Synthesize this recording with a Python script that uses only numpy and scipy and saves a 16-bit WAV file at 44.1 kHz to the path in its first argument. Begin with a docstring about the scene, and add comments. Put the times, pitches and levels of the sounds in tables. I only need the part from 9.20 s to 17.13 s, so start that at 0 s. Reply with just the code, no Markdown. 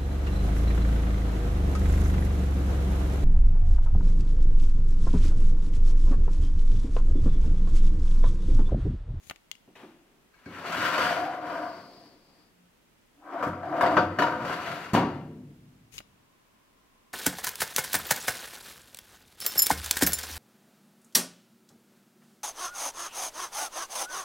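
"""Over a faint room hush, fingers tick and rub on a hand-held camera, and a foot shifts on floorboards.
A shallow steel drawer is pulled out of a filing cabinet, pushed back, catches and slams home.
Sliding friction and impacts excite the modes of the thin tray, its walls and the hollow cabinet;
stick-slip on the runners makes the tray groan and judder, and the steel rings on in a small room.
A thin hiss is heard as the pull ends. Last, a faint whirr comes up and the fingers tick again."""
import sys
import numpy as np
from scipy import signal
from scipy.fft import rfft, irfft
from scipy.io import wavfile
from scipy.ndimage import uniform_filter1d

SR = 44100
rng = np.random.default_rng(int(sys.argv[2]) if len(sys.argv) > 2 else 0)


def wav_record(signal):
    """Record a signal, one row per channel, as 16-bit PCM in the file named by sys.argv[1]."""
    frames = np.transpose(np.atleast_2d(signal))
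    bounded = np.clip(frames, -1, 1)
    # unit amplitude maps onto the largest positive 16-bit level
    quanta = np.round(bounded * 32767).astype(np.int16)
    wavfile.write(sys.argv[1], SR, quanta)


N = 349713
TIME = np.arange(N) / SR
FFT_SIZE = 5 * 2 ** 14
FREQ = np.maximum(np.arange(FFT_SIZE // 2 + 1) * SR / FFT_SIZE, 1)

# broad spectral envelopes of the sources: frequency_hz, gain_db
HUSH_COLOUR = [(15, -25), (25, 0.5), (79, -10), (230, -4.5), (400, -10.5), (826, -14.5), (2800, -18.5),
               (4300, -24), (15500, -29.5)]
CLICK_COLOUR = [(100, -47), (1200, -10), (1700, -11.5), (2100, 1.5), (4000, -0.5), (6500, -10.5),
                (8000, -10.5), (16000, -15)]
DULL_KNOCK_COLOUR = [(60, -9), (200, -2), (1250, -1), (3000, -6), (5000, -26), (15000, -24)]
SKIN_COLOUR = [(100, 13), (1200, -9), (2500, 4), (5000, -1), (11000, -1.5), (16000, -7)]
BOARD_COLOUR = [(40, -40), (130, 3), (350, 6), (1000, -15.5), (10000, -65)]
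SOLE_COLOUR = [(100, -17), (700, 5), (2800, -4.5), (5000, -17), (15000, -26)]
FREE_TRAY_COLOUR = [(40, -42.5), (130, -17), (260, -5), (380, -3), (650, 6.5), (820, -4), (1050, 5),
                    (1500, -7), (2150, -7.5), (3300, -34.5), (9000, -52.5), (15000, -46.5)]
SHUT_TRAY_COLOUR = [(40, -35), (130, -10), (300, 3.5), (1000, 3.5), (2000, -12), (3300, -28), (9000, -53)]
WALL_COLOUR = [(60, -27.5), (300, -9.5), (800, -9.5), (1400, 6.5), (2300, 0.5), (3700, -9.5), (5000, -14.5),
               (7000, -17), (9500, -21.5), (13000, -20), (16000, -29.5)]
SHELL_COLOUR = [(25, -28), (50, -20), (75, -6.5), (150, 2.5), (260, 1.5), (400, -3), (700, -12.5),
                (3000, -34), (12000, -70)]
HISS_COLOUR = [(60, -13), (170, 16.5), (700, 13), (1500, 3), (6000, -12), (15000, -14.5)]
# resonance peaks on those envelopes: centre_hz, width_hz, lift_db
CASE_PEAKS = [(2880, 370, 8), (6620, 540, 13.5)]
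SKIN_PEAKS = [(6600, 550, 11)]
TRAY_PEAKS = [(308, 53, 15.5), (505, 40, 10), (603.7, 68, 7.5), (723.6, 22, 15), (943, 100, 9.5),
              (1191, 45, 5), (1352, 260, 9.5), (1554, 180, 10.5)]
WALL_PEAKS = [(564, 140, 9), (1057, 60, 12.5), (1401, 140, 9.5), (1660, 42, 4), (2950, 340, 6),
              (4650, 710, 7.5)]  # with the drawer half out
SHELL_PEAKS = [(95.3, 7.9, 9), (141, 19, 6), (166.3, 18, 7.4), (219, 40, 3.5), (295, 66, 6.7)]
HISS_PEAKS = [(4740, 1200, 18.5)]
# freely decaying modes: pitch_hz, t60_s, relative_db
HANDLE_MODES = [(1596, 0.035, 3.5), (2224, 0.06, -3), (4230, 0.012, -4.5)]
TRAY_BOTTOM_MODES = [(304.3, 0.045, -7), (639.5, 0.091, -2), (693, 0.13, 3), (696, 0.066, 1),
                     (790, 0.16, -7), (870, 0.018, -4.5)]
ROCK_MODES = [(93.7, 0.57, 0)]
FRONT_MODES = [(200, 0.022, 0)]
WHIRR_MODES = [(1044, .025, 0)]

# fingers tick on the camera: start_s, click_db, knock_db
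FINGER_TICKS = [(.098, -14, -19.5), (0.11, -27, -11.5), (0.160, -31, -34), (0.3145, -11, -53),
                (0.353, -33, -59), (6.727, -41, -59), (6.781, -13, -36), (6.788, -17, -38),
                (6.803, -37, -21)]
# fingers rub on it: peak_s, rise_s, fall_s, level_db
FINGER_RUBS = [(0.101, 0.087, 0.0097, -58.5), (6.746, 0.021, 0.049, -50)]
# a foot shifts: start_s, thump_db, scuff_db, decay_s
FOOT_SHIFTS = [(0.477, -19.5, -56, 0.001), (0.554, -30, -19, 0.019), (0.59, -21.5, -19, 0.086),
               (0.631, -10.5, -33, 0.005), (0.858, -29.5, -36, 0.28)]
# the handle is taken and pulled: start_s, level_db
HANDLE_CLINKS = [(1.14, -31.5), (1.259, -19.5)]
# blows on the drawer: start_s, tray_db, edge_db, snap_over_edge_db, shell_db, decay_s
DRAWER_KNOCKS = [(1.262, -31, -47, 3, -7, 0.08), (4.226, 5, -9.5, 5, -10.5, 0.013),
                 (4.268, -2, -19.5, 9, -1, 0.011), (4.609, 9.5, -1.5, 4, -9.5, 0.0034),
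                 (4.632, 8, -3.5, -20.5, 2, 0.016), (4.661, 7, -3, -9.5, -8.5, 0.0042),
                 (4.768, 16.5, 4.5, -20, 2.5, 0.011), (4.987, 9.5, 4, -2, 3.5, 0.008),
                 (5.021, 12.5, 2.5, -4, -7, 0.006), (5.066, 5.5, -7.5, -13, -8.5, 0.0068),
                 (5.734, -10, -9, 16.5, 7, 0.0041), (5.740, 3, -1, -11, 8.5, 0.0086),
                 (5.749, 8.5, 2, -14, 12, 0.012), (5.776, 7.5, -4.5, -16, 10, 0.06)]
# strokes of the hand, out and then in: peak_s, rise_s, fall_s, rub_db, scrape_db, rumble_db
HAND_STROKES = [(1.5, 0.12, 0.098, -35, -39.5, -44), (1.8, 0.32, 0.22, -33, -28.5, -44),
                (1.81, 0.071, 0.026, -28, -39, -47), (2.38, 0.41, 0.18, -35.5, -45, -50),
                (4.11, 0.04, 0.075, -46, -65, -60), (4.21, 0.12, 0.13, -33, -48.5, -42),
                (4.74, 0.25, 0.12, -30, -41, -34), (5.11, 0.13, 0.18, -30, -46.5, -37),
                (5.42, 0.36, 0.33, -39, -37.5, -46)]
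# how far the drawer is out: time_s, travel_share
DRAWER_TRAVEL = [(1.35, 0), (2.0, .7), (2.7, 1), (4.15, 1), (5.734, 0)]
# slow runners bow the tray: peak_s, rise_s, fall_s, hum_db, tone_db, pitch_hz
TRAY_GROANS = [(1.52, .07, 0.035, -59, -39, 714.4), (2.01, 0.044, 0.13, -46.5, -36.5, 722),
               (2.4, 0.26, 0.14, -44, -39.5, 691), (2.73, 0.2, .16, -66, -56.5, 673),
               (4.17, .12, .06, -39.5, -42.5, 731), (4.459, 0.042, 0.14, -33.5, -36.5, 719.8),
               (4.645, .04, .04, -31, -26, 709.5), (4.725, .03, 0.027, -25, -29.5, 696),
               (5.0, 0.02, 0.033, -23, -44, 712), (5.5, .07, 0.074, -65.5, -40, 723)]
# a dry runner catches: start_s, level_db, decay_s
RUNNER_JUDDERS = [(1.908, 4, 0.0075), (1.967, 8, 0.012), (2.025, -4.5, 0.059), (4.144, -1, 0.03),
                  (4.432, -2.5, .04), (4.526, 1.5, 0.018), (4.585, 3.5, 0.016), (4.63, 8, 0.022),
                  (4.717, 2.5, 0.021)]
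# swells of a faint hiss as the pull ends: peak_s, rise_s, fall_s, level_db
FAINT_HISS = [(2.5, 0.24, 0.15, -52.5), (2.8, 0.56, 0.16, -55), (3.19, 0.36, 0.083, -63)]
# the cabinet rocks on the floor: start_s, level_db
CABINET_ROCKS = [(4.29, -6), (4.86, -9)]
# the drawer front hits the frame and bounces: start_s, level_db
FRONT_SLAMS = [(5.734, 4), (5.749, 2.5), (5.853, -2)]
# ring time of the steel in the room: frequency_hz, t60_s
RING_TIMES = [(90, 2.44), (290, 1.38), (520, 0.92), (1100, 0.59), (3000, 0.68), (15000, 0.28)]
# the cabinet stands to the left: frequency_hz, left_over_right_db, side_over_mid_db
STEREO_IMAGE = [(100, .3, -31), (350, .9, -21), (700, 2, -16), (1300, 4.8, -7), (5000, 4.5, -2),
                (9000, .5, -3), (13000, -2, -3)]


def undb(db):
    """Amplitude ratio of a level in decibels."""
    return 10 ** (np.asarray(db) / 20)


def curve(table, hz=FREQ, column=1):
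    """Interpolation of one column on a logarithmic frequency axis."""
    rows = np.array(table)
    return np.interp(np.log(hz), np.log(rows[:, 0]), rows[:, column])


def minimum_phase(db):
    """Causality: a spectrum with these gains in which nothing sounds before its cause."""
    cepstrum = irfft(np.log(undb(db)))
    cepstrum[1:FFT_SIZE // 2] *= 2
    cepstrum[FFT_SIZE // 2 + 1:] = 0
    return np.exp(rfft(cepstrum))


def body(colour, peaks=()):
    """Resonance: a unit-energy impulse response whose broad envelope is lifted by peaks."""
    lifts_db = sum(lift / (1 + (2 * (FREQ - hz) / width) ** 2) for hz, width, lift in peaks)
    response = irfft(minimum_phase(curve(colour) + lifts_db))
    return response / np.linalg.norm(response)


def ringing(modes):
    """Modal superposition: damped cosines add to a unit-energy impulse response."""
    t = np.arange(FFT_SIZE // 2) / SR
    response = sum(undb(db - 60 * t / t60) * np.cos(2 * np.pi * hz * t) for hz, t60, db in modes)
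    return response / np.linalg.norm(response)


def through(x, response):
    """Convolution of an excitation with an impulse response, channel by channel."""
    return signal.fftconvolve(np.atleast_2d(x), np.atleast_2d(response), axes=1)[:, :N]


def filtered(x, order, cutoff_hz, kind="low"):
    """Maximally flat low-pass or high-pass filtering."""
    return signal.sosfilt(signal.butter(order, cutoff_hz, kind, fs=SR, output="sos"), x)


def wander(rate_hz):
    """Band-limited random fluctuation with a spread near 1."""
    knots = rng.standard_normal(4096)
    fine = signal.resample(knots, 8 * len(knots))
    return np.interp(8 * TIME * rate_hz, np.arange(len(fine)), fine)


def swell(peak_s, rise_s, fall_s, db):
    """Asymmetric bell envelope, 10 dB down at rise_s before its peak and fall_s after it."""
    away = (TIME - peak_s) / np.where(TIME < peak_s, rise_s, fall_s)
    return undb(db - 10 * np.minimum(away ** 2, 20))


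def shot_noise(pulses_per_s, spread_db, flutter_hz, flutter_db):
    """Shot noise: random, uneven impulses whose level flutters; in friction, each is one tiny slip."""
    pulses = (rng.random(N) < pulses_per_s / SR) * rng.choice([-1, 1], N)
    pulses = pulses * undb(spread_db * rng.standard_normal(N))
    pulses *= undb(flutter_db * wander(flutter_hz))
    return pulses / np.std(pulses)


def blows(starts_s, levels_db, decays_s, contact):
    """Impact forces: an impulse, weighted by contact, and then an exponentially dying rattle."""
    force = np.zeros(N + FFT_SIZE)
    t = np.arange(FFT_SIZE // 8) / SR
    for start_s, db, decay_s in zip(starts_s, levels_db, decays_s):
        push = rng.standard_normal(len(t)) * np.exp(-t / decay_s)
        push /= np.linalg.norm(push)
        push[0] += contact
        start = int(start_s * SR)
        force[start:start + len(t)] += undb(db) * push / np.linalg.norm(push)
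    return force[:N]


def struck(events, modes):
    """Free vibration after clean blows, softened from an octave above the highest mode."""
    start_s, db = np.transpose(events)
    taps = np.zeros(N)
    taps[(start_s * SR).astype(int)] = undb(db)
    return through(filtered(taps, 2, 2 * modes[-1][0]), ringing(modes))


def room_hush(level_db=-66.5, coherent_below_hz=217):
    """Diffuse field: faint room noise, alike on both sides in the bass only."""
    mid, side = through(rng.standard_normal((2, N)), body(HUSH_COLOUR))
    side = filtered(side, 1, coherent_below_hz, "high")
    return np.array([mid + side, mid - side]) * undb(level_db + 0.31 * wander(0.19))


def fingers(pan_db=8, decay_s=0.002):
    """Structure-borne sound: ticks and squeaky rubs on the camera's case, near the left microphone."""
    start_s, click_db, knock_db = np.transpose(FINGER_TICKS)
    decays_s = np.full(len(start_s), decay_s)
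    touch = sum(swell(*rub) for rub in FINGER_RUBS)
    channels = []
    for side in (1, -1):
        taps = blows(start_s, click_db, decays_s, contact=side * 0.69)
        clicks = through(taps, body(CLICK_COLOUR, CASE_PEAKS))
        slips = shot_noise(6000, spread_db=4, flutter_hz=200, flutter_db=2)
        squeaks = through(touch * slips, body(SKIN_COLOUR, SKIN_PEAKS))
        knocks = through(blows(start_s, knock_db, 2 * decays_s, contact=0.27), body(DULL_KNOCK_COLOUR))
        channels.append((clicks + squeaks) * undb(side * pan_db / 2) + knocks)
    return np.vstack(channels)


def foot():
    """Impact and friction: the floorboards thump softly as a sole scuffs them."""
    start_s, thump_db, scuff_db, decay_s = np.transpose(FOOT_SHIFTS)
    thumps = through(blows(start_s, thump_db, decay_s, contact=0.47), body(BOARD_COLOUR))
    scuffs = through(blows(start_s, scuff_db, decay_s, contact=0.19), body(SOLE_COLOUR))
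    return thumps + scuffs


def handle():
    """Modal ringing: the handle clinks as it is taken and pulled."""
    return struck(HANDLE_CLINKS, HANDLE_MODES)


def knocking(snap_hz=6360):
    """Impact forces on tray, edge and shell; bare steel on steel gives the snap above snap_hz."""
    start_s, tray_db, edge_db, snap_db, shell_db, decay_s = np.transpose(DRAWER_KNOCKS)
    edge = filtered(blows(start_s, edge_db, decay_s, contact=0.53), 3, snap_hz)
    snap = filtered(blows(start_s, edge_db + snap_db, decay_s, contact=0.36), 3, snap_hz, "high")
    tray = blows(start_s, tray_db, decay_s, contact=0.27)
    shell = blows(start_s, shell_db, decay_s, contact=0.99)
    return np.array([tray, edge + snap, shell])


def sliding(chatter_hz=77, chatter_db=4.5, grip_hz=14, grip_db=1.23, rumble_lag_s=0.053):
    """Sliding friction: unevenly gripping runners rub the tray, scrape its edge and shake the shell."""
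    strokes = [[swell(s, rise, fall, rub_db), swell(s, rise, fall, scrape_db),
                swell(s + rumble_lag_s, rise, fall, rumble_db)]
               for s, rise, fall, rub_db, scrape_db, rumble_db in HAND_STROKES]
    rub, scrape, rumble = np.linalg.norm(strokes, axis=0)  # overlapping strokes add in power
    cycles = np.cumsum(chatter_hz * (1 + .12 * wander(grip_hz))) / SR
    chatter = undb(chatter_db * (1 - 2 * (cycles % 1)))  # each slip starts hard and dies away
    grip = undb(grip_db * wander(grip_hz)) * chatter / np.sqrt(np.mean(chatter ** 2))
    tray = rub * shot_noise(2500, spread_db=6, flutter_hz=69.3, flutter_db=0)
    edge = scrape * shot_noise(7000, spread_db=5.5, flutter_hz=93.36, flutter_db=2.5)
    shell = rumble * shot_noise(1500, spread_db=0.5, flutter_hz=31.4, flutter_db=4)
    return grip * np.array([tray, edge, shell])


def drawer(positions=5, free_travel=0.38, wall_rise=0.092):
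    """Forced vibration of tray, walls and shell; inside free_travel the cabinet damps tray and walls."""
    tray, edge, shell = sliding() + knocking()
    travel = np.interp(TIME, *np.transpose(DRAWER_TRAVEL))
    free = np.clip(travel / free_travel, 0, 1)
    sound = through(tray * free, body(FREE_TRAY_COLOUR, TRAY_PEAKS))
    sound += through(tray * (1 - free), body(SHUT_TRAY_COLOUR))
    for place in np.linspace(0, 1, positions):
        crossfade = np.maximum(1 - abs(travel - place) * (positions - 1), 0)
        lift_share = np.interp(place, [0, free_travel], [.6, 1])
        tuning = 1 + wall_rise * (place - .5)  # the wall modes rise as the drawer comes out
        peaks = [(hz * tuning, width, lift_share * lift) for hz, width, lift in WALL_PEAKS]
        sound += through(edge * crossfade, body(WALL_COLOUR, peaks))
    return sound + through(shell, body(SHELL_COLOUR, SHELL_PEAKS))


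def bowed(hz, wander_share=.045, flutter_db=5, flutter_hz=95):
    """Self-sustained oscillation: stick-slip holds one tone whose pitch and strength flutter."""
    cycles = np.cumsum(hz * (1 + wander_share * wander(flutter_hz))) / SR
    tone = np.sin(2 * np.pi * cycles) * undb(flutter_db * wander(flutter_hz))
    return tone / np.std(tone)


def groan(hum_hz=309):
    """Frictional bowing: at a crawl the tray hums in its lowest mode and sings a gliding tone."""
    hum = sum(swell(s, rise, fall, db) for s, rise, fall, db, _, _ in TRAY_GROANS)
    tone = sum(swell(s, rise, fall, db) for s, rise, fall, _, db, _ in TRAY_GROANS)
    peak_s, *_, pitch_hz = np.transpose(TRAY_GROANS)
    return hum * bowed(hum_hz) + tone * bowed(np.interp(TIME, peak_s, pitch_hz))


def judder(slip_hz=69.82, gap_spread=.2, spread_db=2, count=24):
    """Stick-slip: each catch sets off a dying train of uneven jerks that ring the tray bottom."""
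    jerks = np.zeros(N)
    for start_s, db, decay_s in RUNNER_JUDDERS:
        gaps, sizes = rng.standard_normal((2, count))
        delays_s = np.cumsum(np.exp(gap_spread * gaps) / slip_hz)
        delays_s -= delays_s[0]
        strengths = undb(db - spread_db * sizes) * np.exp(-delays_s / decay_s)
        jerks[((start_s + delays_s) * SR).astype(int)] += strengths
    softened = filtered(jerks, 2, cutoff_hz=1260)  # a slip takes a moment
    return through(softened, ringing(TRAY_BOTTOM_MODES))


def faint_hiss():
    """Filtered noise: a faint, thin, breath-like hiss near 5 kHz as the pull ends."""
    noise = shot_noise(12000, spread_db=2, flutter_hz=90, flutter_db=1)
    envelope = np.linalg.norm([swell(*row) for row in FAINT_HISS], axis=0)
    return through(envelope * noise, body(HISS_COLOUR, HISS_PEAKS))


def cabinet_bass(hum_hz=177.6):
    """Low modes of the cabinet: it hums briefly while the drawer rests, rocks, and takes the slam."""
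    envelope = swell(peak_s=3.43, rise_s=.08, fall_s=.11, db=-65)
    hum = envelope * np.sqrt(2) * np.sin(2 * np.pi * hum_hz * TIME)
    return hum + struck(CABINET_ROCKS, ROCK_MODES) + struck(FRONT_SLAMS, FRONT_MODES)


def whirr():
    """Narrow-band noise: a faint, distant whirr comes up once the cabinet is still."""
    envelope = swell(peak_s=7.6, rise_s=1.16, fall_s=7, db=-71.5)
    return through(envelope * rng.standard_normal((2, N)), ringing(WHIRR_MODES))


def whitened(response):
    """Whitening: the spectrum of a response, levelled to the same power density in every band."""
    spectrum = rfft(response)
    return spectrum / np.sqrt(uniform_filter1d(abs(spectrum) ** 2, size=37))


def steel_reverberation(early_t60_s=0.15, late_db=-7.5, direct_db=-4.5):
    """Modal overlap: after the direct sound, countless sheet modes give a quick decay and a long ring."""
    t = np.arange(FFT_SIZE) / SR
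    early = whitened(rng.standard_normal((2, FFT_SIZE)) * 1000 ** (-t / early_t60_s))
    early[0] += undb(direct_db)
    noise = rfft(rng.standard_normal((2, FFT_SIZE)))
    centres_hz = np.geomspace(60, 16000, 12)
    late = 0
    for share, t60 in zip(np.eye(len(centres_hz)), curve(RING_TIMES, centres_hz)):
        band = irfft(noise * np.interp(np.log(FREQ), np.log(centres_hz), share))
        late = late + band * 1000 ** (-t / t60)
    late_gain = undb(late_db) * np.sqrt(curve(RING_TIMES))  # a longer ring stores more energy
    mid, side = (whitened(irfft(early)) + late_gain * whitened(late)) / np.sqrt(1 + late_gain ** 2)
    side = side * minimum_phase(curve(STEREO_IMAGE, column=2))
    pan = undb(curve(STEREO_IMAGE) / 2)
    left, right = irfft(np.array([(mid + side) * pan, (mid - side) / pan]))[:, :-FFT_SIZE // 4]
    return np.array([left, np.pad(right, (2, 0))[:-2]])  # the right ear hears it a little later


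def scene(send_db=-17.5):
    """Superposition: drawer, hiss and foot reverberate; fingers and cabinet bass are nearly dry."""
    space = steel_reverberation()
    close = fingers() + cabinet_bass()
    distant = handle() + drawer() + faint_hiss() + judder() + groan() + foot()
    return through(distant + undb(send_db) * close, space) + close + room_hush() + whirr()


def record(dry, top_hz=15800):
    """Band limiting: a steep elliptic low-pass removes the highest treble."""
    return signal.sosfilt(signal.ellip(10, .2, 70, top_hz, fs=SR, output="sos"), dry)


dry = scene()
out = record(dry)
wav_record(out)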